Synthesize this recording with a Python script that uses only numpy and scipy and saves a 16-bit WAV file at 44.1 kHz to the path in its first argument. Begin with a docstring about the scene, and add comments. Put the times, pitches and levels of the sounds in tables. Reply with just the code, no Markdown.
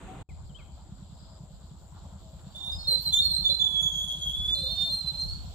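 """Whistle on a foggy roadside

A loud, clear, bird-like whistle, perhaps a motorbike's brakes, steps between two registers in short
notes and ends in two long, overlapping ones. The bike throbs slowly nearer on the right, each thud
ringing its exhaust, over gusts of low rumble and the wash of the road. Small birds chirp and twitter
beside an insect-like buzz. A moment of field air and a short hush come first."""
import sys
import numpy as np
from scipy import signal
from scipy.io import wavfile
from scipy.ndimage import map_coordinates

SR = 44100
rng = np.random.default_rng(int(sys.argv[2]) if len(sys.argv) > 2 else 0)


def log_audio(samples):
    """Write samples as a 16-bit WAV file to the path given in sys.argv[1]."""
    # one column per channel
    frames = np.atleast_2d(samples).T
    # limit to full scale, then quantise
    limited = np.clip(frames, -1, 1)
    pcm = np.round(limited * 32767).astype(np.int16)
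    wavfile.write(sys.argv[1], SR, pcm)


N = 244314
TIME = np.arange(N) / SR


# Short whistle notes: start_s, length_s, start_hz, end_hz, bow_hz, level_db
SHORT_NOTES = [(2.549, 0.063, 3552, 3640, 2.5, -46.5), (2.598, 0.083, 3570, 3637, -5, -37),
               (2.668, 0.077, 3680, 3645, 3, -32.5), (2.788, 0.0458, 4356, 4250, -4.5, -40),
               (2.829, .14, 3735, 3545, -19, -43), (2.874, 0.084, 4212, 4065, -23.5, -21.5),
               (2.97, 0.06, 4322, 4290, 91, -37.5), (3.055, 0.035, 4180, 4030, -1, -27),
               (3.128, 0.08, 3524, 3663, -28.5, -19), (3.217, 0.11, 4262, 4158, 69, -23.5),
               (3.338, 0.096, 4110, 4318, -43, -27), (3.444, 0.059, 3584, 3514, -27, -23),
               (3.496, 0.057, 4076, 4150, -18.5, -24)]
# The long low note sags in swells and recovers: time_s, pitch_hz, level_db
LONG_LOW_NOTE = [(3.598, 3480, -22), (3.64, 3487, -21.5), (3.68, 3417, -32.5), (3.77, 3367, -29),
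                 (3.83, 3419, -25.5), (3.92, 3314, -34.5), (4.01, 3370, -34), (4.09, 3322, -34),
                 (4.18, 3343, -41), (4.24, 3350, -26.5), (4.3, 3297, -37), (4.36, 3434, -34.5),
                 (4.43, 3405, -30), (4.52, 3503, -23), (4.6, 3548, -43), (4.645, 3598, -33),
                 (4.71, 3631, -36), (4.82, 3615, -26), (4.91, 3601, -35)]
# The long high note steps and beats against its own echo: time_s, pitch_hz, level_db
LONG_HIGH_NOTE = [(4.552, 4147, -30.5), (4.575, 4097, -29.5), (4.675, 4128, -34), (4.69, 4260, -42),
                  (4.78, 4330, -38.5), (4.86, 4303, -37.5), (4.91, 4160, -30), (4.96, 4190, -28),
                  (5.052, 4055, -39), (5.075, 4078, -26), (5.175, 4124, -42.5), (5.19, 4187, -32.5),
                  (5.275, 4195, -38.5), (5.285, 4347, -38.5), (5.4, 4405, -52)]

def whistle_voices(rough, break_hz=3900, level_db=-2, tremble=0.00717, trill_hz=122, flutter_db=4):
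    """Phase and strength of both registers; when forced, they trill fast and split into close strands."""
    low_notes = [arc(*note, fall_db=5) for note in SHORT_NOTES if note[2] < break_hz] + [LONG_LOW_NOTE]
    high_notes = [arc(*note, fall_db=5) for note in SHORT_NOTES if note[2] >= break_hz] + [LONG_HIGH_NOTE]
    low_phase, low = voice(low_notes, tremble * rough, attack_s=0.0053, release_s=0.011)
    high_phase, high = voice(high_notes, tremble * rough, attack_s=0.0046, release_s=0.007)
    trill = 1 + 0.76 * rough ** 2 * np.sin(wavering_phase(trill_hz, jitter=0.0669, rate=7.83))
    blur = 0.2 * rough ** 2 * uneven_cycles()
    low *= trill * from_db(level_db + flutter_db * np.sqrt(rough) * drift(30))
    high *= trill * from_db(level_db + flutter_db * np.sqrt(rough) * drift(30))
    return low_phase + blur, low, high_phase + blur, high


# The whistle's bright edge: harmonic, level_db, pan_db
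OVERTONE_MIX = [(2, -22, 9), (3, -28, 3), (4, -35.5, 17.5)]

def overtones(low_phase, low, high_phase, high, rasp, boost_db, shimmer_db=4):
    """Shimmering harmonics of both voices; uneven cycles smear the higher ones most."""
    out = 0
    for harmonic, db, pan_db in OVERTONE_MIX:
        smear = rasp * harmonic * uneven_cycles()
        tone = low * np.sin(harmonic * low_phase + smear) + high * np.sin(harmonic * high_phase + smear)
        out += panned(from_db(db + boost_db + shimmer_db * drift(22.4)) * tone, pan_db)
    return out


# Sum and difference tones: low_multiple, high_multiple, level_db
COMBINATION_MIX = [(-1, 1, -23.5), (-1, 2, -27.5), (2, 1, -29.5)]

def combination_tones(low_phase, low, high_phase, high, rasp, flicker_db=2, peak_hz=520, width_hz=70):
    """Faint sum and difference tones sound where the voices overlap, strongest near 520 Hz."""
    tones = 0
    for low_multiple, high_multiple, db in COMBINATION_MIX:
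        phase = low_multiple * low_phase + high_multiple * high_phase + rasp * uneven_cycles()
        tones += from_db(db + flicker_db * drift(13.4)) * np.sqrt(low * high) * np.sin(phase)
    emphasis = signal.iirpeak(peak_hz, peak_hz / width_hz, fs=SR)
    return tones + from_db(3) * signal.lfilter(*emphasis, tones + 1e-18)


# How hard the whistle is forced: time_s, roughness, overtone_boost_db
WHISTLE_STRAIN = [(2.55, 0.7, 3), (2.8, 0.39, -5.5), (2.9, 0.47, -1.5), (3.07, 0.54, -4.5),
                  (3.135, 0.28, 4.5), (3.23, 0.54, -4.5), (3.36, 0.58, -2), (3.63, 0.37, -4.5),
                  (3.78, 0.13, 0), (4.04, 0.64, 3.5), (4.12, 1, 4.5), (4.24, 0.09, 1), (4.305, 1.1, 5),
                  (4.42, 0.07, -3), (4.68, 0.46, -2.5), (4.83, 0.22, -3), (4.97, 0.45, -1.5),
                  (5.08, 0.29, -4.5), (5.27, 0.65, -7)]
# Where the whistle sits; engine and road share its lag: time_s, pan_db, left_ear_lag_s
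POSITION = [(2.8, -6, 0.000091), (3.17, -3, 0.000076), (3.5, -8, 0.00014), (3.8, -7, 0.00013),
            (4.15, 1, 0.00021), (4.65, -4, 0.00022)]

def whistle():
    """Two voices sing over a soft rubbing noise that swells with them; ground and trees echo them."""
    rough, boost_db = in_time(WHISTLE_STRAIN)
    rasp = 0.47 * rough
    low_phase, low, high_phase, high = voices = whistle_voices(rough)
    tones = panned(low * np.sin(low_phase) + high * np.sin(high_phase), in_time(POSITION)[0])
    edge = overtones(*voices, rasp, boost_db)
    combined = combination_tones(*voices, rasp)
    rub = from_db(-51) * np.sqrt(np.hypot(low, high)) * hiss(830, 1754)
    near_echo = from_db(-3) * echoes(tones + combined, t60_s=0.2, predelay_s=0.0059)
    far_echo = from_db(-14) * echoes(tones, t60_s=0.87, predelay_s=0.027)
    edge_echo = from_db(-4) * echoes(edge, t60_s=0.25, predelay_s=0.003)
    return from_right(tones + edge + combined) + rub + near_echo + far_echo + edge_echo


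# Engine speed: time_s, cycles_per_s
ENGINE_SPEED = [(0.0, 11.09), (1.0, 9.75), (2.0, 9.67), (3.0, 9.49), (4.0, 9.06), (5.0, 9.41), (5.54, 8.95)]
# The two thuds of a cycle: cycle_fraction, level_db, swing_db, ring_factor
THUDS = [(0.299, -2, 2, 1.97), (0.594, 3.5, -1, 0.96)]
# Exhaust resonances: pitch_hz, level_db, base_t60_s
EXHAUST_MODES = [(71.5, 13.5, 0.22), (133, -10, 0.14), (151.2, 13.5, 0.048), (192.8, 7, 0.1)]
# The bike draws near and the roadside swells with it: time_s, gain_db
APPROACH_SWELL = [(1.5, -3.5), (2.4, -2), (3, 1), (4.1, 0), (4.75, 2), (5.54, 0.2)]

def motorbike(level_db=-47, uneven_db=4):
    """Each slow engine cycle gives two thuds that ring the exhaust, swinging between weak and strong."""
    cycles = np.cumsum(in_time(ENGINE_SPEED)[0]) / SR
    exhaust = np.zeros(N)
    for fraction, stroke_db, swing_db, ring_factor in THUDS:
        hits = np.flatnonzero(np.diff(np.floor(cycles - fraction)) > 0)
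        thud_db = stroke_db - swing_db * np.cos(np.pi * np.floor(cycles[hits]))
        for hz, db, t60_s in EXHAUST_MODES:
            kicks = np.zeros(N)
            kicks[hits] = from_db(thud_db + db + uneven_db * rng.standard_normal(len(hits)))
            decay = from_db(-60 / (ring_factor * t60_s * SR))
            angle = 2 * np.pi * hz / SR
            feedback = [1, -2 * decay * np.cos(angle), decay ** 2]
            exhaust += signal.lfilter([0, np.sin(angle)], feedback, kicks + 1e-18)
    throb = unit_rms(band(band(exhaust, 62, 198), 88.6, 185.7))
    return from_right(from_db(level_db + approach_db()) * throb)


# Far chirps and hoots, plus the whistle's thin top note and high squeak:
# start_s, length_s, start_hz, end_hz, bow_hz, level_db
THIN_NOTES = [(0.084, 0.097, 743, 790, -8, -40.5), (0.291, 0.035, 2578, 2040, -190, -54.5),
              (0.494, 0.027, 3280, 2790, 10, -57), (0.548, 0.038, 3040, 3400, 20, -44),
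              (0.587, .045, 2800, 2164, -290, -52), (1.247, 0.38, 658, 587, 3, -60.5),
              (2.22, 0.24, 650, 625, -3, -57), (2.5, 0.107, 4550, 4500, 63, -59.5),
              (2.65, 0.07, 5660, 6050, 66, -59.5), (2.719, 0.18, 4960, 5090, 74, -42),
              (3.01, 0.068, 13600, 13400, -57, -42.5)]
# One down-and-up twitter: delay_s, start_hz, end_hz, level_db
TWITTER_FIGURE = [(0, 6600, 4250, -59), (.072, 4230, 6050, -57)]

def thin_calls(twitter_start_s=4.786, every_s=0.14, note_s=0.039, uneven_db=10, fall_db=16):
    """Far chirps, hoots, twitters and the whistle's top note and squeak: brief, echoing sine glides."""
    singles = [arc(*note, fall_db) for note in THIN_NOTES]
    twitters = []
    for start_s in twitter_start_s + every_s * np.arange(4):
        for delay_s, start_hz, end_hz, db in TWITTER_FIGURE:
            peak_db = db + uneven_db * rng.standard_normal()
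            twitters.append(arc(start_s + delay_s, note_s, start_hz, end_hz, 0, peak_db, fall_db))
    calls = 0
    for notes in (singles, twitters):
        phase, strength = voice(notes, jitter=0.005, attack_s=0.003, release_s=0.0017)
        calls += panned(strength * np.sin(phase), pan_db=7)
    return from_db(-4) * calls + from_db(-10) * echoes(calls, t60_s=0.64, predelay_s=0.0036)


# Small dry ticks: start_s, level_db
TICK_HITS = [(2.393, -46), (3.636, -43), (4.496, -30)]

def ticks(gain_db=-6, t60_s=0.067):
    """Each tick is a burst of noise that dies at once."""
    envelope = sum((TIME >= s) * from_db(db - 60 * np.clip((TIME - s) / t60_s, 0, 2))
                   for s, db in TICK_HITS)
    return from_db(gain_db) * band(envelope * rng.standard_normal((2, N)), 1500, 4200)


def insect_buzz(level_db=-63.5, pulse_hz=104, depth=0.39):
    """A thin insect-like rasp on the left: a narrow band of hiss in quick pulses."""
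    pulses = 1 + depth * np.cos(wavering_phase(pulse_hz, jitter=0.0322, rate=4.7))
    noise = band(rng.standard_normal(N) + 1.24 * rng.standard_normal((2, N)), 7050, 7800)
    return panned(from_db(level_db + approach_db()) * unit_rms(noise * pulses), pan_db=13)


def husky_call(peak_s=1.263, width_s=0.089, level_db=-64):
    """A very distant call, blurred to a swell of hiss with a thin, broken core."""
    breath = hiss(3200, 5200)
    core = from_db(-3 + 4 * drift(23)) * hiss(4830, 5030)
    swell = np.exp(-((TIME - peak_s) / width_s) ** 2 / 2)
    return from_db(level_db) * swell * (breath + core)


def bird_chatter(level_db=-73, pips_per_s=35, pip_s=0.067):
    """Many distant small birds pip at random and blend into a soft chatter."""
    starts = rng.random(N) < pips_per_s / SR
    power = signal.fftconvolve(starts * 1.0, np.hanning(int(pip_s * SR)) ** 2)[:N]
    return from_db(level_db) * np.sqrt(np.abs(power)) * hiss(4000, 5100)


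# Colour of the low rumble: frequency_hz, density_db
RUMBLE_COLOUR = [(22, -33), (40, -6.5), (60, 9), (80, -6.5), (110, 1)]
# Gusts: peak_s, level_db
GUST_PEAKS = [(.38, -41), (2.759, -40), (3.25, -40), (4.397, -33), (5.289, -33.5)]

def gusty_rumble(level_db=-45, top_hz=100, rise_s=0.052, fall_s=0.14):
    """A deep bed of rumble, with gusts that buffet each ear on its own."""
    lowpass = signal.butter(6, top_hz, fs=SR, output="sos")
    deep = signal.sosfilt(lowpass, noise_bed(RUMBLE_COLOUR, flicker_db=-2))
    gusts = sum(from_db(db) * np.exp(np.minimum((TIME - s) / rise_s, (s - TIME) / fall_s))
                for s, db in GUST_PEAKS)
    return panned(from_db(level_db + approach_db()) * deep + gusts * hiss(31.3, 105), pan_db=1)


# Colour of the road: frequency_hz, density_db
ROAD_COLOUR = [(130, -4.5), (260, 8), (400, -6), (650, 2.5), (950, 0.5), (1400, -9), (2000, -26),
               (3000, -34)]

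def road_wash(level_db=-56.5):
    """The road's restless midrange wash grows as the bike nears."""
    wash = from_db(level_db + approach_db()) * noise_bed(ROAD_COLOUR, flicker_db=3)
    return panned(from_right(wash), pan_db=1.5)


# Colour of the high air: frequency_hz, density_db
AIR_COLOUR = [(2200, -12.5), (3300, 15.5), (4500, 11.5), (5700, -1), (8300, -27.5), (9300, -6),
              (15000, -3.5)]

def country_air(level_db=-58.5, swell_factor=2.76):
    """High, airy hiss on the right that swells more steeply than the road."""
    air = from_db(level_db + swell_factor * approach_db()) * noise_bed(AIR_COLOUR, flicker_db=2.2)
    return panned(air, pan_db=-4.5)


# Colour of the opening field air: frequency_hz, density_db
FIELD_COLOUR = [(30, 4.5), (150, -0.5), (400, -12), (1300, -16.5), (1900, -29), (3100, -18), (4200, -69),
                (15000, -46)]

def field_air(level_db=-43.5, sizzle_db=-63):
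    """A dull outdoor wash with a thin sizzle on top."""
    wash = from_db(level_db) * noise_bed(FIELD_COLOUR, flicker_db=1.5)
    return wash + from_db(sizzle_db) * hiss(6500, 8600)


# How alike the two ears hear the background: frequency_hz, correlation
EAR_LIKENESS = [(60, 0.44), (140, 1), (600, 0.7), (1200, 0.69), (2500, 0.034)]

def noise_bed(colour, flicker_db):
    """Half-octave bands of noise, each with its own level, flicker and stereo width; rms 1."""
    edges = 2 ** np.arange(np.log2(colour[0][0]), np.log2(colour[-1][0]) + .5, .5)
    out, white = 0, rng.standard_normal((2, 2, N))
    for k, (low, high) in enumerate(zip(edges, edges[1:])):
        mid, side = band(white[k % 2], low, high)
        centre_hz = np.sqrt(low * high)
        alike = at_hz(EAR_LIKENESS, centre_hz)
        gain = from_db(at_hz(colour, centre_hz) + flicker_db * drift(9.8))
        out += gain * (np.sqrt(1 + alike) * mid + np.sqrt(1 - alike) * side * [[1], [-1]])
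    return unit_rms(out)


def echoes(x, t60_s, predelay_s):
    """Trees and ground return a spray of fading echoes, different at each ear."""
    t = TIME[:SR]
    spray = rng.standard_normal((2, SR)) * (rng.random((2, SR)) < .03)
    spray *= from_db(-60 * t / t60_s) * (t > predelay_s)
    spray /= np.sqrt(np.sum(spray ** 2, axis=1, keepdims=True))
    return signal.fftconvolve(x, spray, axes=1)[:, :N]


def arc(start_s, length_s, start_hz, end_hz, bow_hz, peak_db, fall_db, rise_db=6, peak_at=0.18):
    """A short note glides along a bow as it swells and fades; rows of time_s, pitch_hz, level_db."""
    progress = np.linspace(0, 1, 21)
    hz = start_hz + (end_hz - start_hz) * progress + bow_hz * np.sin(np.pi * progress)
    db = peak_db - np.interp(progress, [0, peak_at, 1], [rise_db, 0, fall_db])
    return np.column_stack([start_s + length_s * progress, hz, db])


def voice(notes, jitter, attack_s, release_s):
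    """Phase and strength of one whistling voice; its pitch trembles."""
    hz = in_time([row for note in notes for row in note])[0]
    strength = np.zeros(N)
    for note in notes:
        attack = np.clip(1 + (TIME - note[0][0]) / attack_s, 0, 1)
        release = np.clip(1 - (TIME - note[-1][0]) / release_s, 0, 1)
        strength = np.maximum(strength, attack * release * from_db(in_time(note)[1]))
    return wavering_phase(hz, jitter, rate=80.3), np.sqrt(2) * strength


def wavering_phase(hz, jitter, rate):
    """Phase of an oscillation whose frequency wanders."""
    return 2 * np.pi * np.cumsum(hz * (1 + jitter * drift(rate))) / SR


def uneven_cycles():
    """Quick random wobble in the whistle's cycles; spread 1."""
    return unit_rms(band(rng.standard_normal(N), 25, 210))


def drift(rate):
    """Smooth random wander; spread 1."""
    pole = np.exp(-40 * np.pi * rate / SR)
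    slow = signal.lfilter([1], [1, -2 * pole, pole * pole], rng.standard_normal(N // 20 + 2002))[2000:]
    return np.interp(np.arange(N) / 20, np.arange(len(slow)), unit_rms(slow))


def approach_db():
    """The swell as the bike draws near."""
    return in_time(APPROACH_SWELL)[0]


def from_right(x):
    """The sound reaches the right ear first."""
    left, right = x * np.ones((2, 1))
    lag_s = in_time(POSITION)[1]
    return np.array([map_coordinates(left, [np.arange(N) - lag_s * SR], order=3), right])


def panned(x, pan_db):
    """Place a sound by level difference; positive is left."""
    gains = np.array([from_db(pan_db / 2), from_db(-pan_db / 2)]).reshape(2, -1)
    return x * gains / gains.mean(axis=0)


def hiss(low_hz, high_hz):
    """A steep-edged band of stereo noise; rms 1."""
    return unit_rms(band(band(rng.standard_normal((2, N)), low_hz, high_hz), low_hz, high_hz))


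def band(x, low_hz, high_hz):
    """Butterworth band-pass."""
    return signal.sosfilt(signal.butter(2, [low_hz, high_hz], "band", fs=SR, output="sos"), x)


def in_time(rows):
    """Each column of a curve at every sample."""
    times, *columns = np.transpose(rows)
    return [np.interp(TIME, times, column) for column in columns]


def at_hz(rows, hz):
    """Read a curve on a log-frequency axis."""
    frequencies, values = np.transpose(rows)
    return np.interp(np.log(hz), np.log(frequencies), values)


def from_db(db):
    """Decibels to gain."""
    return 10 ** (np.asarray(db) / 20)


def unit_rms(x):
    """Scale to rms 1."""
    return x / np.sqrt(np.mean(x ** 2) + 1e-20)


def scene(hush_start_s=0.2197, hush_end_s=0.29):
    """The field air stops short; after a hush the roadside begins. Thin calls sound in both."""
    fade_out = np.clip((hush_start_s - TIME) / 0.011 + 1, 0, 1)
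    fade_in = np.clip((TIME - hush_end_s) / 0.0012 + 1, from_db(-33), 1)
    opening = field_air()
    background = gusty_rumble() + road_wash() + country_air()
    roadside = background + motorbike() + insect_buzz() + ticks() + husky_call() + bird_chatter()
    roadside += whistle()
    return fade_out * opening + fade_in * roadside + np.maximum(fade_out, fade_in) * thin_calls()


def record(dry, cutoff_hz=15550):
    """The highest treble is cut steeply."""
    return signal.sosfilt(signal.ellip(12, .1, 80, cutoff_hz, fs=SR, output="sos"), dry)


dry = scene()
out = record(dry)
log_audio(out)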